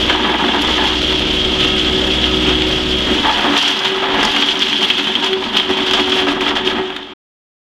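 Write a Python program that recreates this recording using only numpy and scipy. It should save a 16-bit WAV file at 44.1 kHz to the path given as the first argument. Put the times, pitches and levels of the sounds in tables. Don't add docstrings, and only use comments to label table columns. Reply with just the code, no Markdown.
import sys
import numpy as np
from scipy import signal
from scipy.fft import rfft, irfft
from scipy.io import wavfile
from scipy.ndimage import uniform_filter1d, minimum_filter1d

SR = 44100
rng = np.random.default_rng(int(sys.argv[2]) if len(sys.argv) > 2 else 0)


def int16_out(signal):
    q = np.round(np.clip(np.atleast_2d(signal).T, -1, 1) * 32767)
    wavfile.write(sys.argv[1], SR, q.astype(np.int16))


N = 342657
TIME = np.arange(N) / SR


def undb(db):
    return 10 ** (np.asarray(db) / 20)


def curves(table):
    time_s, *columns = np.transpose(table)
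    return [np.interp(TIME, time_s, column) for column in columns]


def swollen(steady_db, power):
    return 10 * np.log10(undb(steady_db) ** 2 + power)


def unit(x):
    return x / np.sqrt(np.mean(x ** 2))


def walk(rate_hz):
    hold = max(int(SR / rate_hz), 2)
    held = rng.standard_normal(8192)[np.arange(N) // hold % 8192]
    return unit(uniform_filter1d(uniform_filter1d(held, hold), hold))


def colour(points, size=2048):
    hz, db = np.transpose(points)
    bins_hz = np.maximum(np.fft.rfftfreq(size, 1 / SR), 1)
    gain = undb(np.interp(np.log(bins_hz), np.log(hz), db))
    cepstrum = irfft(np.log(gain))
    cepstrum[1:size // 2] *= 2
    cepstrum[size // 2 + 1:] = 0
    response = irfft(np.exp(rfft(cepstrum)))
    return response / np.linalg.norm(response)


def ringing(modes, size=8192):
    t = TIME[:size]
    response = sum(undb(db) * width * np.exp(-np.pi * width * t) * np.sin(2 * np.pi * hz * t + np.pi * k)
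                   for k, (hz, width, db) in enumerate(modes))
    return response / np.linalg.norm(response)


def through(x, response):
    return signal.oaconvolve(x, response)[:N]


def grains(per_s, spread_db):
    size = undb(spread_db * np.minimum(rng.standard_exponential(N), 4))
    return unit((rng.random(N) < per_s / SR) * size * rng.choice([-1, 1], N))


def tone(hz, wander, flutter_db):
    cycles = np.cumsum(hz * (1 + wander * walk(18))) / SR
    return unit(np.sin(2 * np.pi * cycles) * undb(flutter_db * walk(22)))


def blows(rows, strike_db, strike_s):
    force, t = np.zeros(N), TIME[:SR // 8]
    for start_s, db, decay_s in rows:
        first = int(start_s * SR)
        envelope = np.exp(-t / decay_s) + undb(strike_db) * np.exp(-t / strike_s)
        force[first:first + len(t)] += undb(db) * envelope * rng.choice([-1, 1], len(t))
    return force


# time_s, tone_db, rumble_db
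AIRFLOW = [(.1, -30, -23.5), (.2, -35, -35.5), (.58, -37, -38), (.68, -31.5, -26.5), (2.55, -27, -25.5),
           (3.15, -31, -26), (3.8, -57, -57), (4.19, -57, -26), (4.42, -60.5, -42), (5.3, -63, -43.5),
           (5.9, -47, -36), (6.8, -44, -36), (7.05, -50, -41)]
# paddle_rate_multiple, level_db
PADDLE_HARMONICS = [(1, 1), (2, -23), (3, -7.5), (4, -3), (5, 3.5), (7, -24), (8, -9.5), (9, -13)]
# frequency_hz, gain_db
AIR_EQ = [(10, -19.5), (25, 5), (50, -2), (100, 1), (140, -5.5), (350, -2.5), (600, -3), (1000, -22),
          (8000, -59)]
def blower(turns_hz):
    tone_db, rumble_db = curves(AIRFLOW)
    passes = 3 * np.cumsum(turns_hz) / SR
    drone = sum(undb(db) * tone(3 * k * turns_hz, wander=.0012, flutter_db=1.2)
                for k, db in PADDLE_HARMONICS)
    air = unit(through(rng.standard_normal(N), colour(AIR_EQ)))
    puffs = air * (1 + .24 * np.cos(2 * np.pi * passes))
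    gusts = undb(1.5 * walk(12))
    return undb(tone_db) * drone + undb(rumble_db - 1.5) * puffs * gusts


# time_s, level_db
HUM_LEVEL = [(.6, -30.5), (.9, -26.5), (3.13, -23.5), (3.22, -38), (3.72, -36.5), (3.85, -25),
             (4.13, -24.5), (4.2, -37), (5.24, -34), (5.33, -16.5), (5.52, -42), (5.75, -24.5), (6.15, -21),
             (6.55, -24), (6.82, -19.5), (7.05, -33.5)]
# time_s, level_db
WHINE_LEVEL = [(.6, -36), (1.5, -25), (3.1, -26.5), (3.6, -36), (5.4, -44)]
# pitch_hz, level_re_whine_db
GEAR_TONES = [(140, -9), (210, -6), (1276, -12), (2169, -14), (3698, -16), (5200, -25), (6900, -27),
              (7800, -28)]
def drive(turns_hz):
    hum_db, = curves(HUM_LEVEL)
    whine_db, = curves(WHINE_LEVEL)
    hum_hz = 18 * turns_hz
    hum = tone(hum_hz, wander=.003, flutter_db=1.8)
    octave = undb(-19) * tone(2 * hum_hz, wander=.003, flutter_db=3)
    gears = sum(undb(db) * tone(hz, wander=.003, flutter_db=3) for hz, db in GEAR_TONES)
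    whine = tone(hz=3312, wander=.001, flutter_db=1.8)
    return undb(hum_db) * (hum + octave) + undb(whine_db) * (whine + gears)


# time_s, pelting_db, spray_db
CHIP_STREAM = [(0, -13.5, -31), (.2, -19, -38.5), (.55, -19, -37.5), (.68, -16, -32), (1.7, -16, -33.5),
               (3.5, -17, -33), (3.7, -16, -30.5), (4.08, -20.5, -42), (4.3, -15, -30), (4.9, -18, -35),
               (5.2, -18, -38.5), (5.4, -25, -43), (5.7, -19.5, -38.5), (6.2, -19.5, -37.5),
               (6.38, -26.5, -48), (6.8, -24, -45)]
# frequency_hz, gain_db
STEEL_EQ = [(500, -26), (1500, -11), (2350, -8.5), (2800, -2), (3250, 1), (3600, -4), (4000, -12.5),
            (5000, -26), (7000, -32.5), (15000, -63.5)]
# pitch_hz, width_hz, level_db
STEEL_MODES = [(2620, 50, -19), (2775, 70, -13), (3005, 70, -7), (3125, 70, -5), (3192, 60, -1),
               (3255, 60, -2), (3315, 60, -1), (3385, 80, -5), (3520, 80, -9), (3700, 60, -16)]
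# frequency_hz, gain_db
SPRAY_EQ = [(2000, -22.5), (4000, 7), (5000, 3), (6000, -3), (7000, -9.5), (8500, -16.5), (10500, -17),
            (13000, -24.5), (16000, -31.5)]
def chips(turns_hz, surge_power):
    stream_db, spout_db = curves(CHIP_STREAM)
    steel_db = swollen(stream_db, surge_power)
    spray_db = swollen(spout_db, surge_power * undb(-17.5) ** 2)
    fling = 1 + .09 * np.cos(2 * np.pi * 3 * np.cumsum(turns_hz) / SR)
    clumps = fling * undb(.6 * walk(40) + 1.2 * walk(170))
    pelting = unit(through(clumps * grains(per_s=2200, spread_db=.5), colour(STEEL_EQ)))
    ring = unit(through(clumps * grains(per_s=1200, spread_db=3.5), ringing(STEEL_MODES)))
    splinters = 0
    for band_hz in [(2500, 5500), (5500, 8000), (8000, 16000)]:
        bursts = grains(per_s=6000, spread_db=0) * undb(2 * walk(110))
        splinters += signal.sosfilt(signal.butter(2, band_hz, "bandpass", fs=SR, output="sos"), bursts)
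    spray = unit(through(clumps * splinters, colour(SPRAY_EQ)))
    return undb(steel_db) * (undb(-4.5) * pelting + undb(-6) * ring) + undb(spray_db + 2) * spray


# time_s, cut_db, boom_db
RUBBING = [(.8, -24.5, -22), (1.05, -30, -28), (3.2, -28.5, -29.5), (3.6, -24, -27.5), (4.3, -22.5, -24),
           (4.8, -28, -23), (5.4, -28, -25), (6.2, -23, -21.5), (7.1, -26.5, -26.5)]
# frequency_hz, gain_db
CUT_EQ = [(150, -25), (400, 1), (800, 2.5), (1300, 3.5), (2000, -0.5), (2600, -0.5), (4000, -11.5),
          (8000, -44.5)]
# pitch_hz, width_hz, level_db
WALL_MODES = [(702, 18, 1), (775, 24, -2), (858, 20, 2), (930, 28, 1), (1010, 45, -3), (1140, 35, -5),
              (1270, 45, -3), (1620, 30, -2), (1685, 40, -4), (1950, 110, -7)]
# pitch_hz, width_hz, level_db
HOPPER_MODES = [(76.4, 7.5, -15.5), (174, 14, -10.5), (210.3, 16, -3), (241.3, 13, -1.5), (285.3, 6.3, 6),
                (372, 26, -1.5), (465.5, 11, -10.5), (582.5, 37, -15)]
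def knives(turns_hz, cut_power, boom_power):
    rubbing_db, drone_db = curves(RUBBING)
    cut_db = swollen(rubbing_db, cut_power)
    boom_db = swollen(drone_db, boom_power)
    turns = np.cumsum(turns_hz) / SR
    every_knife = .85 + .57 * np.exp(-(3 * turns % 1) / .78)
    deep_knife = 1 + .83 * np.exp(-(turns % 1) / .68)
    force = every_knife * deep_knife * undb(1.8 * walk(45))
    tearing = unit(through(force * grains(per_s=3500, spread_db=3), colour(CUT_EQ)))
    walls = unit(through(force * grains(per_s=2000, spread_db=4), ringing(WALL_MODES)))
    boom = unit(through(force * rng.standard_normal(N), ringing(HOPPER_MODES)))
    return undb(cut_db - 3.5) * (tearing + walls) + undb(boom_db - 2.5) * boom


# start_s, length_s, cut_db, boom_db, chip_surge_db
BITES = [(0.074, .03, -22.5, -17, -18), (0.23, .33, -23, -22, -24.5), (.635, 0.11, -23.5, -20.5, -21),
         (0.78, 0.13, -24, -39, -38), (1.595, .05, -35, -25, -14.5), (2.44, 0.068, -24.5, -19.5, -17),
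         (3.068, 0.14, -27.5, -19.5, -23.5), (3.233, 0.21, -19.5, -28, -36), (3.438, 0.11, -16.5, -19, -31),
         (3.558, 0.13, -25, -32, -15.5), (3.843, 0.02, -23, -38, -15), (4.017, 0.061, -25, -32.5, -29),
         (4.139, 0.11, -17.5, -22.5, -23), (4.613, 0.015, -30.5, -29.5, -11.5),
         (4.679, 0.0095, -32, -29, -14.5), (4.753, .02, -45, -38, -16), (4.807, 0.03, -28, -32, -14.5),
         (4.972, 0.014, -24, -29.5, -14), (5.065, 0.023, -24.5, -23, -16),
         (5.224, 0.04, -22.5, -27.5, -14.5), (5.421, 0.055, -34, -30, -23.5),
         (5.526, 0.067, -22.5, -22.5, -18.5), (5.686, 0.028, -25, -22.5, -24),
         (5.766, 0.035, -22.5, -23, -21), (5.861, 0.019, -26.5, -23, -17), (5.938, 0.069, -26, -31, -16.5),
         (6.118, 0.084, -19.5, -20, -15), (6.266, 0.044, -19.5, -24, -17),
         (6.413, 0.082, -22, -21.5, -18.5), (6.551, 0.021, -20.5, -27, -15),
         (6.645, 0.061, -23, -18.5, -17.5), (6.744, 0.054, -24.5, -19.5, -33)]
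def bites(attack_s=.0045, release_s=.032):
    power = np.zeros((3, N))
    for start_s, length_s, *levels_db in BITES:
        first, last = np.searchsorted(TIME, [start_s, start_s + length_s + 8 * release_s])
        t = TIME[first:last] - start_s
        envelope = np.minimum(t / attack_s, 1) * np.exp(-np.maximum(t - length_s, 0) / release_s)
        power[:, first:last] += (undb(levels_db)[:, None] * envelope) ** 2
    return power


# start_s, length_s, level_db
CHATTER = [(0.096, .02, -4), (0.145, .02, -11.5), (.244, .32, -9), (.632, .02, -15.5), (0.778, .02, -7.5),
           (3.246, .07, -7), (4.027, .02, -7), (4.188, .02, -13), (5.424, .02, -14.5), (5.935, .02, -9),
           (6.561, .02, -8.5)]
def chatter(turns_hz, decay_s=.0092):
    hits = []
    for start_s, length_s, db in CHATTER:
        turn_s = 1 / np.interp(start_s, TIME, turns_hz)
        hits += [(start_s + delay_s, db, decay_s) for delay_s in np.arange(0, length_s, turn_s)]
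    kicks = blows(hits, strike_db=-4.5, strike_s=.0015)
    return undb(-8) * through(kicks, colour(CUT_EQ)) + undb(-6) * through(kicks, ringing(WALL_MODES))


# start_s, level_db, splash_db
KNOCKS = [(0.097, -6, -45), (2.241, -9, -37), (2.62, -7.5, -41.5), (3.568, -10.5, -38), (4.363, -4, -38),
          (4.424, -7.5, -40), (4.486, -9.5, -45), (4.62, -7.5, -35.5), (4.729, -8, -42),
          (4.901, -0.5, -32.5), (5.153, -6.5, -43.5), (5.331, -10.5, -36.5), (5.568, 0, -27),
          (5.598, -9.5, -40), (5.91, -11, -37), (5.934, -6.5, -30), (5.997, -10, -39), (6.408, -10.5, -38),
          (6.482, -14.5, -40), (6.674, -13, -45), (6.902, -18, -48), (6.964, -6, -34), (7.029, -19, -49)]
def knocks(decay_s=.0046, splash_s=.0012):
    hits = blows([(s, db, decay_s) for s, db, _ in KNOCKS], strike_db=-3, strike_s=.0029)
    splash = blows([(s, db, splash_s) for s, _, db in KNOCKS], strike_db=-1, strike_s=splash_s)
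    clack = through(hits, colour(STEEL_EQ))
    ring = through(hits, ringing(STEEL_MODES))
    return splash + undb(-3.5) * clack + undb(-7) * ring


# start_s, level_db, decay_s
PING_HIT = [(.617, -38, .007)]
# pitch_hz, width_hz, level_db
PING_MODES = [(10000, 45, 0), (11400, 40, -3)]
def ping():
    return through(blows(PING_HIT, strike_db=5, strike_s=.001), ringing(PING_MODES))


# start_s, level_db
SNAPS = [(0.619, -21), (3.576, -14), (3.626, -20.5), (3.679, -18.5), (3.791, -24), (4.23, -16),
         (4.25, -13.5), (4.593, -21), (4.827, -24), (5.244, -20.5), (5.571, -16), (5.91, -22.5),
         (5.937, -20.5), (6.096, -21), (6.411, -27)]
# frequency_hz, gain_db
SNAP_EQ = [(2500, -11), (5000, 16.5), (7500, 2), (11000, -13.5), (16000, -20.5)]
def snaps(decay_s=.0056):
    cracks = blows([(s, db, decay_s) for s, db in SNAPS], strike_db=-3, strike_s=.0012)
    return undb(-2) * through(cracks, colour(SNAP_EQ))


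# start_s, length_s, pitch_hz, level_db
HOPPER_TONES = [(.775, .115, 860, -19), (3.24, .095, 862, -14.5), (3.435, .09, 288, -17)]
def hopper_tones():
    out = np.zeros(N)
    for start_s, length_s, hz, db in HOPPER_TONES:
        progress = np.clip((TIME - start_s) / length_s, 0, 1)
        swell = np.sqrt(np.abs(np.sin(np.pi * progress)))
        phase = 2 * np.pi * np.cumsum(hz * (1 + .03 * walk(300))) / SR
        out += undb(db) * swell * (np.sin(phase) + undb(-12) * np.sin(2 * phase))
    return out


def yard(x, t60_s, wet_db, predelay_s=.004):
    t = TIME[:SR // 2]
    tail = rng.standard_normal(len(t)) * 1000. ** (-t / t60_s) * (t > predelay_s)
    tail = signal.sosfilt(signal.butter(1, [600, 7000], "bandpass", fs=SR, output="sos"), tail)
    return x + undb(wet_db) * through(x, tail / np.linalg.norm(tail))


# time_s, turns_hz
DISC_SPEED = [(0, 20.62), (1.3, 20.8), (3.3, 20.7), (3.9, 21.3), (5.3, 21.14), (6.2, 20.76), (7.14, 20.83)]
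def scene():
    turns_hz, = curves(DISC_SPEED)
    cut_power, boom_power, surge_power = bites()
    machine = blower(turns_hz) + drive(turns_hz)
    chipping = knives(turns_hz, cut_power, boom_power) + chips(turns_hz, surge_power)
    accents = knocks() + chatter(turns_hz) + snaps() + ping() + hopper_tones()
    return yard(machine + chipping + accents, t60_s=.26, wet_db=-15)[None]


CEILING_DB, LIMITER_S, TOP_HZ = -.2, .003, 15850
FADE_START_S, FADE_DB_PER_S, STOP_S = 6.797, 36, 7.137
def record(dry):
    span = int(LIMITER_S * SR)
    overshoot = np.maximum(np.abs(dry) / undb(CEILING_DB), 1)
    gain = uniform_filter1d(minimum_filter1d(1 / overshoot, span), span)
    fade = undb(-FADE_DB_PER_S * np.maximum(TIME - FADE_START_S, 0))
    gate = np.clip((STOP_S - TIME) / .003, 0, 1)
    lowpass = signal.ellip(12, .1, 90, TOP_HZ, fs=SR, output="sos")
    return signal.sosfilt(lowpass, dry * gain * fade * gate)


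dry = scene()
out = record(dry)
int16_out(out)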